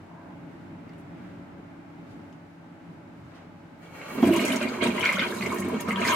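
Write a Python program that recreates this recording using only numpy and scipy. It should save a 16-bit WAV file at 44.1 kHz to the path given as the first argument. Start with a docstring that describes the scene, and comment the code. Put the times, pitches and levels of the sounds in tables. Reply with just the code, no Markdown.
"""A small tiled bathroom, in which a toilet is flushed. Over the low drone of the room's standing
waves a hand rubs about and clicks the button. After a pause the jet hisses up and drives air through
the trap. Each bubble rings as an oscillator, the larger the lower: big ones glug in the trap, smaller
ones churn and plop in the bowl, and spray spatters the porcelain as the water surges again.
The air modes of the bowl and the reverberation of the tiles colour the water's sound."""
import sys
import numpy as np
from scipy import signal
from scipy.fft import rfft, irfft, next_fast_len
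from scipy.io import wavfile
from scipy.ndimage import uniform_filter1d, map_coordinates

SR = 44100
rng = np.random.default_rng(int(sys.argv[2]) if len(sys.argv) > 2 else 0)


def store_pcm(level_fs):
    """Save levels as 16-bit WAV."""
    pcm = np.round(np.clip(level_fs, -1, 1) * 32767).astype(np.int16)
    wavfile.write(sys.argv[1], SR, np.atleast_2d(pcm).T)


N = 271215
FLUSH_S, TOP_HZ = 4.1, 15850  # onset of the stream; upper limit of the sound

# Noise spectra of the room and the jet. Each row: frequency in Hz, relative density in dB.
DRONE_SPECTRUM = [(15, -63), (25, -38), (38, -18), (64, -17.5), (73, -23), (86, -9.5), (136, -7),
                  (168, -5.5), (183, 1), (200, -16), (227, -4.5), (281, -5.5), (500, -22.5), (650, -40),
                  (1100, -120)]
AIR_SPECTRUM = [(240, -79), (400, -2.5), (513, -7), (568, 2.5), (738, -1.5), (835, 0.5), (1080, -5.5),
                (1540, -6), (1810, -9.5), (2160, -10), (6000, -38.5), (7800, -36), (13200, -120)]
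SLEEVE_SPECTRUM = [(1760, -21), (3000, -10), (3360, -19.5), (3620, -12.5), (15100, -30), (16000, -37)]
HISS_SPECTRUM = [(210, -37), (350, 6.5), (530, 9.5), (707, 7.5), (871, 5), (943, 2), (1160, 7), (1500, 3.5),
                 (1730, 0), (2240, -10), (2420, -13), (3450, -45), (4700, -36), (6000, -15), (13400, -29),
                 (16000, -28)]
SIZZLE_SPECTRUM = [(4000, -40), (7000, -9), (10000, -4.5), (13000, 1), (15000, -6), (16000, -4)]
# Spectra of five bubble sizes, largest first. Each row: frequency in Hz, relative density in dB.
GURGLE_SPECTRUM = [(29, -63), (50, -40), (75, -14), (95, -4), (112, -7), (145, -3), (175, -4), (205, 2),
                   (245, 0), (290, -4), (308, -8), (337, 0.5), (385, -5), (420, -2), (476, -8), (600, -30),
                   (1100, -120)]
BURBLE_SPECTRUM = [(280, -60), (430, -24), (500, 4.5), (595, 3.5), (640, 6), (720, 1), (800, -7),
                   (1300, -87)]
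SLOSH_SPECTRUM = [(440, -15), (800, -13), (969, 5.5), (1100, 3.5), (1300, 4.5), (1500, -11), (1740, -8),
                  (1900, -3), (2470, -34), (4180, -120)]
CHURN_SPECTRUM = [(940, -21), (1450, 3.5), (1610, 1.5), (1740, -15), (2100, -0.5), (2480, -2.5),
                  (2850, -1.5), (3210, -3), (3550, -8), (4100, -8.5), (4650, -15.5), (5500, -33),
                  (7150, -44.5), (12100, -120)]
SPRAY_SPECTRUM = [(2240, -36), (3800, -1), (4660, -6.5), (5550, -7), (6500, -4.5), (8200, -6), (10500, -11),
                  (13700, -13.5), (15200, -15), (16000, -30)]
# Modes of room, water channels and bowl. Each row: frequency in Hz, bandwidth in Hz, gain in dB.
ROOM_MODES = [(97, 5.3, -3), (173.8, 7.5, 4.5), (245.4, 8, 2.5), (289, 3.4, -14), (332.3, 4.2, 3)]
CHANNEL_MODES = [(877, 24, 3), (1150, 48, -4), (1450, 60, -3), (1590, 25, 1), (1910, 43, -1), (2250, 70, 5),
                 (2440, 29, -5), (2690, 50, -1), (3040, 51, -7), (4000, 130, -11), (5750, 43, -21),
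                 (6100, 50, -20), (6300, 50, -18), (6620, 44, -16), (7540, 39, -23)]
BOWL_MODES = [(95, 7, -2), (223, 61, -0.5), (337, 24, -3), (420, 16, 3), (591, 14, 7), (636, 20, 5),
              (675, 30, 2), (953, 22, 11), (1068, 36, 3), (1298, 26, 3), (1476, 20, 13), (1609, 32, 8),
              (1820, 26, 10), (2057, 36, 11), (2170, 48, 10), (2413, 22, 13.5), (2745, 26, 7),
              (3250, 70, -3)]
# Coherence of the room tone and near the bowl. Each row: frequency in Hz, left-right correlation.
ROOM_COHERENCE = [(40, 0.54), (130, 1), (290, 0.76), (640, 0.22), (1410, 0.067), (3100, 0)]
BOWL_COHERENCE = [(40, 0.81), (110, 0.99), (270, 0.98), (400, 0.87), (750, 0.39), (1200, 0.54),
                  (2300, 0.54), (4000, -0.38), (7000, -0.38), (15000, -0.48)]
# Reverberation of the tiles. Each row: frequency in Hz, time to fall 60 dB in seconds.
TILE_DECAY = [(150, 0.44), (1000, 0.19), (4000, 0.085), (14000, 0.071)]
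# Stereo balance of the toilet. Each row: frequency in Hz, left minus right in dB.
TOILET_BALANCE = [(200, -0.5), (380, -4), (700, -1), (1290, 0), (2380, 0), (4400, -1), (15000, -1)]
# Steady room tones. Each row: frequency in Hz, level by the cistern in dB, level over the bowl in dB.
HUM_TONES = [(96.9, -61, -59), (166.9, -52, -53), (285.3, -50, -62), (323.0, -58, -54.5), (565.2, -65, -68),
             (668, -66, -76), (826, -68, -72), (855.9, -66, -68), (1295, -75, -77), (1561, -71, -73)]
# The listener's path. Each row: time in seconds, position from 0 (cistern) to 1 (bowl).
LISTENER_PATH = [(0, 0.89), (0.35, 0.046), (2.1, 0), (2.6, 0.43)]
# Envelopes of drone, jet, escaping air and stream. Each row: time in seconds, relative level in dB.
DRONE_LEVELS = [(0.0, -54), (0.19, -57.5), (0.3, -52.5), (1.0, -52), (1.25, -51), (1.85, -55), (2.15, -52),
                (2.55, -59), (2.9, -55), (3.1, -56), (3.8, -57)]
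JET_LEVELS = [(3.7, -98), (3.83, -53), (3.9, -53), (4.0, -44.5), (4.08, -41.5), (4.16, -38), (4.4, -41),
              (4.75, -39), (6.15, -45.5)]
SIZZLE_LEVELS = [(3.78, -75), (3.92, -71), (4.08, -57), (4.12, -52.5), (4.28, -46), (4.55, -67),
                 (4.62, -75), (4.8, -83)]
FLOW_LEVELS = [(4.1, -7), (4.25, 5), (4.5, 4.5), (4.76, -0.5), (5.0, 1), (5.3, 0.5), (5.75, 0.5), (5.94, 4),
               (6.15, 6)]
# Rubs of the hand. Each row: start and length in seconds, crest level in dB, centre and width in Hz.
HAND_SCUFFS = [(0, 0.42, -55, 654, 170), (0, 0.43, -53.5, 956, 220), (0.098, 0.24, -62, 1570, 260),
               (0.972, 0.052, -67, 8950, 7000), (0.874, 0.085, -66, 1980, 1100),
               (1.079, 0.31, -60, 1590, 1290), (1.527, 0.11, -47, 270, 199),
               (2.059, 0.11, -66.5, 3500, 5000), (2.82, 0.16, -45, 167, 22), (3.154, 0.14, -48.5, 102, 40),
               (3.246, 0.27, -54.5, 676, 1390), (3.334, 0.062, -59.5, 2500, 3200)]
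# Button clicks, single surface bubbles, and spray striking porcelain.
# Each row: start in seconds, relative peak level in dB, frequency in Hz.
BUTTON_TICKS = [(0.878, -52, 2200), (0.8925, -57, 4600), (0.8935, -48.5, 2100), (0.9345, -52, 2500),
                (2.3265, -52, 3000), (2.3275, -54, 5500)]
SURFACE_PLOPS = [(3.835, -50, 2280), (3.86, -44, 3260), (3.94, -51, 2420), (4.0155, -25, 2230),
                 (4.18, -41, 4000), (4.2299, -21, 994), (4.3343, -18.5, 2240), (4.352, -19.5, 972),
                 (4.3936, -13, 2240), (4.5003, -17, 2270), (4.52, -15.5, 3000), (4.6146, -25, 1430),
                 (4.7395, -25, 2240), (4.8142, -18, 2860), (4.8271, -18, 1620), (4.832, -16, 2350),
                 (4.9802, -17, 2060), (5.0288, -11.5, 2370), (5.04, -12.5, 1450), (5.0572, -4.5, 2240),
                 (5.059, -19, 2690), (5.091, -7, 2087), (5.13, -15, 2130), (5.1704, -16, 1420),
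                 (5.1932, -9.5, 2110), (5.195, -13, 3540), (5.222, -13, 1514), (5.3232, -21.5, 1600),
                 (5.4095, -20, 2430), (5.4242, -15, 2115), (5.4602, -14.5, 2245), (5.5031, -23.5, 2210),
                 (5.5189, -16.5, 1077), (5.561, -24, 1880), (5.6225, -24, 2150), (5.855, -34, 2270),
                 (5.8872, -16.5, 1246), (5.908, -11.5, 2120), (5.9596, -17, 3140), (6.0164, -15.5, 2330),
                 (6.0509, -12, 1990), (6.097, -12.5, 1037)]
SPRAY_DROPS = [(4.2734, -31.5, 7850), (4.3373, -29, 9400), (4.362, -23, 6200), (4.4508, -25, 8400),
               (4.4795, -26, 6800), (4.5595, -23, 6600), (4.63, -34.5, 7800), (4.6852, -31, 3720),
               (4.8282, -36, 6470), (4.9953, -32.5, 9700), (5.052, -23.5, 4270), (5.1257, -27.5, 7100),
               (5.2492, -40, 9600), (5.3106, -36, 8280), (5.4622, -34, 6200), (5.5246, -33, 6830),
               (5.544, -31, 11700), (5.584, -32, 6300), (5.602, -29, 10100), (5.686, -36.5, 9050),
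               (5.8075, -29, 10600), (5.915, -38, 10300), (6.0737, -20.5, 5040)]
# Air pockets leaving the trap.
# Each row: start in seconds, relative level in dB, frequency in Hz, time to fall 60 dB in seconds.
AIR_POCKETS = [(4.177, -12, 252, 0.066), (4.2268, -2.5, 246, 0.054), (4.233, -8, 341.6, 0.092),
               (4.272, -8, 291, 0.085), (4.285, -20, 643, 0.097), (4.289, -11, 266, 0.091),
               (4.303, -11, 333.2, 0.23), (4.367, -25, 313, 0.13), (4.392, -15, 228, 0.097),
               (4.439, -16, 316, 0.073), (4.441, -17, 612, 0.053), (4.502, -15.5, 261, 0.12),
               (4.553, -13.5, 247, 0.08), (4.65, -15, 253, 0.083), (4.823, -14.5, 235.4, 0.098),
               (4.854, -11, 243, 0.071), (4.883, -12.5, 236, 0.07), (4.945, -30, 602, 0.098),
               (5.648, -19.5, 308, 0.068), (5.675, -19, 251, 0.17), (5.741, -16.5, 221, 0.14),
               (5.884, -14, 218, 0.075)]
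# Surges of air and water.
# Each row: start, attack and length in seconds, then levels of gurgle, churn and spray in dB.
WATER_SURGES = [(4.08, 0.011, 0.14, -47, -56, -68), (4.223, 0.0016, 0.074, -25.5, -36.5, -44.5),
                (4.317, 0.012, 0.23, -36, -32.5, -41), (4.603, 0.008, 0.036, -43, -31.5, -50),
                (4.803, 0.022, 0.051, -26, -27.5, -41), (4.916, 0.094, 0.095, -33.5, -31, -43.5),
                (5.03, 0.0078, 0.11, -57, -31, -42.5), (5.174, 0.013, 0.067, -38.5, -29, -48),
                (5.258, 0.01, 0.14, -42, -53, -47), (5.405, 0.006, 0.087, -35.5, -43, -45.5),
                (5.498, 0.012, 0.097, -32, -44, -45.5), (5.634, 0.006, 0.11, -32, -47, -55),
                (5.795, 0.0045, 0.013, -53, -43.5, -44.5), (5.87, 0.018, 0.012, -45, -35, -44.5),
                (5.961, 0.053, 0.22, -55, -32.5, -42.5), (6.039, 0.052, 0.13, -52, -31.5, -36.5)]


def amp(db):
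    """Amplitude ratio for a level in decibels."""
    return 10 ** (np.asarray(db) / 20)


def unit(x):
    """Normalisation to rms 1."""
    return x / np.sqrt(np.mean(x ** 2) + 1e-20)


def along(points, hz):
    """Interpolation of (Hz, value) points on a logarithmic frequency axis."""
    freqs, values = np.transpose(points)
    return np.interp(np.log(hz + 1), np.log(freqs + 1), values)


def curve(points, before=None):
    """Linear interpolation of (seconds, value) points at every sample."""
    times, values = np.transpose(points)
    return np.interp(np.arange(N) / SR, times, values, left=before)


def wobble(rate):
    """Smooth random modulation: a spline through `rate` Gaussian knots a second."""
    knots = rng.standard_normal(int(N * rate / SR) + 4)
    return map_coordinates(knots, [np.arange(N) * rate / SR])


def filtered(x, response):
    """Linear filtering: the spectrum of x is multiplied by a frequency response."""
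    size = x.shape[-1]
    padded = next_fast_len(size + SR // 10, real=True)
    return irfft(rfft(x, padded) * response(np.fft.rfftfreq(padded, 1 / SR)), padded)[..., :size]


def coloured(x, spectrum):
    """Spectral shaping, normalised to rms 1."""
    return unit(filtered(x, lambda hz: amp(along(spectrum, hz))))


def resonance(f, hz, width):
    """Response at frequency f of a damped oscillator tuned to hz."""
    return 1j * f * width / (hz * hz - f * f + 1j * f * width)


def resonate(x, modes):
    """Modal superposition: x drives several oscillators, whose responses add."""
    return filtered(x, lambda f: sum(amp(db) * resonance(f, hz, width) for hz, width, db in modes))


def band(x, hz, width):
    """Two equal resonators in cascade pass a steep-sided band, normalised to rms 1."""
    return unit(filtered(x, lambda f: resonance(f, hz, width) ** 2))


def diffuse(pair, coherence=BOWL_COHERENCE):
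    """A diffuse field: the ratio of independent mid and side signals sets left-right coherence."""
    def weights(hz):
        angle = np.arccos(np.clip(along(coherence, hz), -1, 1)) / 2
        return np.array([np.cos(angle), np.sin(angle)])
    mid, side = filtered(pair, weights)
    return np.array([mid + side, mid - side])


def noise(coherence=BOWL_COHERENCE):
    """White noise as a diffuse field."""
    return diffuse(rng.standard_normal((2, N)), coherence)


def bathroom(x, wet_db):
    """Reverberation: dense reflections from the tiles follow the direct sound and decay exponentially."""
    hz, t, spectra = signal.stft(rng.standard_normal((2, SR // 5)), SR, nperseg=256)
    decay = amp(-60 * t / along(TILE_DECAY, hz)[:, None])
    tail = diffuse(signal.istft(spectra * decay, SR, nperseg=256)[1])
    tail = np.pad(tail / np.linalg.norm(tail[0]), ((0, 0), (SR // 400, 0)))  # 2.5 ms late
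    echo = signal.fftconvolve(np.atleast_2d(x), tail, axes=1)[:, :x.shape[-1]]
    return (x + amp(wet_db) * echo) / np.hypot(1, amp(wet_db))


def add(track, start_s, sound):
    """Superposition of a sound on a track."""
    part = track[:, max(round(start_s * SR), 0):][:, :sound.shape[-1]]
    part += sound[..., :part.shape[1]]


def room_tone():
    """Standing waves shape a drone and make the hum vary with position; air and a sleeve rustle."""
    t = np.arange(N) / SR
    drone_db, place = curve(DRONE_LEVELS), curve(LISTENER_PATH)
    rumble = amp(6) * coloured(noise(ROOM_COHERENCE), DRONE_SPECTRUM)
    standing = amp(-0.5) * unit(resonate(noise(ROOM_COHERENCE), ROOM_MODES))
    air_db = -53.5 + 0.45 * (drone_db - drone_db.mean())
    air = amp(air_db) * coloured(noise(ROOM_COHERENCE), AIR_SPECTRUM)
    hum = np.zeros(N)
    for hz, cistern_db, bowl_db in HUM_TONES:
        phase = 2 * np.pi * hz * t + 0.65 * wobble(3.846)
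        hum += amp(cistern_db + place * (bowl_db - cistern_db)) * np.sin(phase)
    sleeve = amp(-71.5 + wobble(7.18)) * coloured(noise(ROOM_COHERENCE), SLEEVE_SPECTRUM)
    return amp(drone_db) * (rumble + standing) + hum + air + sleeve


def scuffs():
    """Friction noise: the moving hand makes soft rubs and dull bumps, each a swelling band."""
    out = np.zeros((2, N))
    for start, length, db, hz, width in HAND_SCUFFS:
        swell = np.sin(np.linspace(0, np.pi, int(length * SR)))
        rub = band(diffuse(rng.standard_normal((2, len(swell)))), hz, width)
        add(out, start, amp(db) * swell * rub)
    return out


def bubble(t, hz, t60, rise, attack):
    """A bubble is a damped oscillator whose pitch climbs as it nears the surface."""
    phase = 2 * np.pi * hz * t * (1 + rise * np.minimum(t / t60, 1) / 2)
    return np.sin(phase) * amp(-60 * t / t60) * (1 - np.exp(-t / attack))


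def pops(rows, cycles, splinter_db, scatter_s, snap_db, snap_width, snap_t60, bowl_db, wet_db):
    """Impulsive excitation: a snap of noise, a tone ringing for `cycles` periods, five splinter tones."""
    out, t = np.zeros((2, N)), np.arange(SR // 7) / SR
    for start, db, hz in rows:
        snap = band(rng.standard_normal(len(t)), hz, snap_width * hz) * amp(snap_db - 60 * t / snap_t60)
        pop = snap + bubble(t, hz, cycles / hz, rise=0.012, attack=.5 / hz)
        for late, shift in rng.random((5, 2)):
            splinter_hz = min(hz * 2 ** (shift - .5), TOP_HZ)
            age = np.maximum(t - late * scatter_s, 0)
            splinter = bubble(age, splinter_hz, cycles / splinter_hz, rise=0.59, attack=.5 / hz)
            pop += amp(splinter_db - 20 * late) * splinter
        sound = bathroom(pop + amp(bowl_db) * resonate(pop, BOWL_MODES), wet_db)
        add(out, start, amp(db) * sound / np.abs(sound).max())
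    return out


def button():
    """Light impacts of hand and button excite heavily damped clicks."""
    return amp(2) * pops(BUTTON_TICKS, cycles=14, splinter_db=-5, scatter_s=0.003,
                         snap_db=3, snap_width=0.45, snap_t60=0.008, bowl_db=-40, wet_db=0)


def plops():
    """A film snaps at the surface; its bubble rings freely and smaller ones splinter off."""
    return amp(-7) * pops(SURFACE_PLOPS, cycles=48, splinter_db=-7, scatter_s=0.014,
                          snap_db=-13, snap_width=0.5, snap_t60=0.003, bowl_db=-14, wet_db=-2.5)


def drops():
    """Impacts of spray on porcelain radiate bright, broadband spatters."""
    return amp(-1) * pops(SPRAY_DROPS, cycles=52, splinter_db=-1, scatter_s=0.013,
                          snap_db=-4.5, snap_width=1.0, snap_t60=0.028, bowl_db=-20, wet_db=3)


def jet():
    """Flow noise of water under pressure excites the channels; trapped air sizzles out as they fill."""
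    hiss = amp(-1.5) * coloured(noise(), HISS_SPECTRUM)
    whistle = amp(-3) * unit(resonate(noise(), CHANNEL_MODES))
    sizzle_db = curve(SIZZLE_LEVELS, before=-120) + 3 * wobble(45)
    sizzle = amp(sizzle_db) * coloured(noise(), SIZZLE_SPECTRUM)
    jet_db = curve(JET_LEVELS, before=-120) + 1.5 * wobble(20)
    return amp(jet_db) * (hiss + whistle) + sizzle


def glugs():
    """Each air pocket resonates in the trap, bursts with a wet slap and excites the bowl's modes."""
    out, t = np.zeros((2, N)), np.arange(SR // 3) / SR
    slap_envelope = amp(-13 - 60 * t / 0.074) * (1 - np.exp(-t / 0.0023))
    for start, db, hz, t60 in AIR_POCKETS:
        boom = bubble(t, hz, t60, rise=0.039, attack=0.0036)
        slap = band(rng.standard_normal(len(t)), hz=416, width=500) * slap_envelope
        add(out, start, amp(db - 3) * (boom + slap))
    return bathroom(out + amp(-5) * resonate(out, BOWL_MODES), wet_db=-17)


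def swarm(rate, low_hz, high_hz, cycles, spread_db, rise):
    """Incoherent sum of `rate` random bubbles a second, its slow changes of level evened out."""
    start = int(FLUSH_S * SR)
    count = int(rate * (N - start) / SR)
    when, pitch, strength, life, place = rng.random((count, 5)).T[:, :, None]
    hz = low_hz * (high_hz / low_hz) ** pitch
    offsets = np.arange(int(cycles / low_hz * SR))
    rings = bubble(offsets / SR, hz, cycles * (.5 + life) / hz, rise, attack=.5 / hz)
    rings = rings * hz * amp(-spread_db * np.log(np.maximum(strength, .01)))  # many faint, a few loud
    samples = (start + (when * (N - start)).astype(int) + offsets).ravel()
    gains = np.cos(2 * np.pi * place), np.sin(2 * np.pi * place)
    pair = diffuse(np.array([np.bincount(samples, (rings * gain).ravel(), N)[:N] for gain in gains]))
    power = np.abs(uniform_filter1d(np.mean(pair ** 2, 0), SR // 16))
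    return pair / np.sqrt(power + np.mean(power) / 100)


def water(bubbles, spectrum, level_db, foam_db, bowl_db, wet_db, flutter_db):
    """Source and filter: bubbles and foam noise excite bowl and room, swelling with the flow."""
    source = (bubbles + amp(foam_db) * noise()) * amp(flutter_db * wobble(35))
    rung = source + amp(bowl_db) * resonate(source, BOWL_MODES)
    sound = coloured(bathroom(rung, wet_db), spectrum)
    return sound / np.std(sound[:, int(FLUSH_S * SR):]) * amp(level_db)


def water_levels():
    """Stream and surges add in power, giving the levels in dB of gurgle, slosh, churn and spray."""
    t = np.arange(N) / SR
    settle_t60, spray_lag_s = 0.31, 0.0049
    flow_db = curve(FLOW_LEVELS, before=-80)
    power = np.zeros((3, N))
    for start, attack, length, *levels_db in WATER_SURGES:
        onset = np.clip((t - start) / attack, 0, 1)
        settling = amp(-60 * np.clip((t - start - length) / settle_t60, 0, 2))
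        power += (amp(levels_db)[:, None] * onset * settling) ** 2
    gurgle, churn, spray = power
    spray = np.interp(t - spray_lag_s, t, spray)  # lands just after the surge that threw it
    emptying_db = 4.5 * (t - FLUSH_S)  # slosh gains as the bowl empties
    slosh = churn * amp(-10.5 + emptying_db) ** 2
    layers = [(gurgle, -36), (slosh, -48 + emptying_db), (churn, -63), (spray, -61)]
    return [10 * np.log10(surge + amp(flow_db + steady_db) ** 2) for surge, steady_db in layers]


def flush():
    """Smaller bubbles ring higher: gurgle and burble in the trap, slosh and churn, then spray above."""
    gurgle_db, slosh_db, churn_db, spray_db = water_levels()
    burble_db = -5.5 + gurgle_db + 0.57 * (churn_db - gurgle_db)  # follows both gurgle and churn
    huge = swarm(rate=90, low_hz=160, high_hz=480, cycles=20, spread_db=1, rise=.1)
    big = swarm(rate=90, low_hz=420, high_hz=800, cycles=30, spread_db=1, rise=.1)
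    middle = swarm(rate=330, low_hz=750, high_hz=1900, cycles=48, spread_db=2.5, rise=.08)
    small = swarm(rate=700, low_hz=1600, high_hz=5000, cycles=50, spread_db=3.4, rise=.08)
    fine = swarm(rate=1500, low_hz=3800, high_hz=15500, cycles=21, spread_db=4.4, rise=.1)
    gurgle = water(huge, GURGLE_SPECTRUM, gurgle_db, foam_db=10.5, bowl_db=-9, wet_db=-5.5, flutter_db=-1)
    burble = water(big, BURBLE_SPECTRUM, burble_db, foam_db=-1.5, bowl_db=-3, wet_db=-4, flutter_db=0)
    slosh = water(middle, SLOSH_SPECTRUM, slosh_db, foam_db=-2, bowl_db=-4, wet_db=-4, flutter_db=0.9)
    churn = water(small, CHURN_SPECTRUM, churn_db, foam_db=-4, bowl_db=-9, wet_db=-2, flutter_db=1.2)
    spray = water(fine, SPRAY_SPECTRUM, spray_db, foam_db=-5, bowl_db=-20, wet_db=6, flutter_db=1.7)
    return gurgle + burble + slosh + churn + spray


def scene():
    """Superposition of room, hand and toilet; a level difference sets the toilet slightly right."""
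    clicks = button()
    toilet = plops() + drops() + jet() + flush() + glugs()
    toilet = filtered(toilet, lambda hz: amp(along(TOILET_BALANCE, hz) * np.array([[.5], [-.5]])))
    return room_tone() + scuffs() + clicks + toilet


def record(dry):
    """Band limiting: a third-order roll-off below 40 Hz and a sharp cut at TOP_HZ."""
    return filtered(dry, lambda hz: (hz < TOP_HZ) * hz ** 3 / np.hypot(hz ** 3, 40 ** 3))


dry = scene()
out = record(dry)
store_pcm(out)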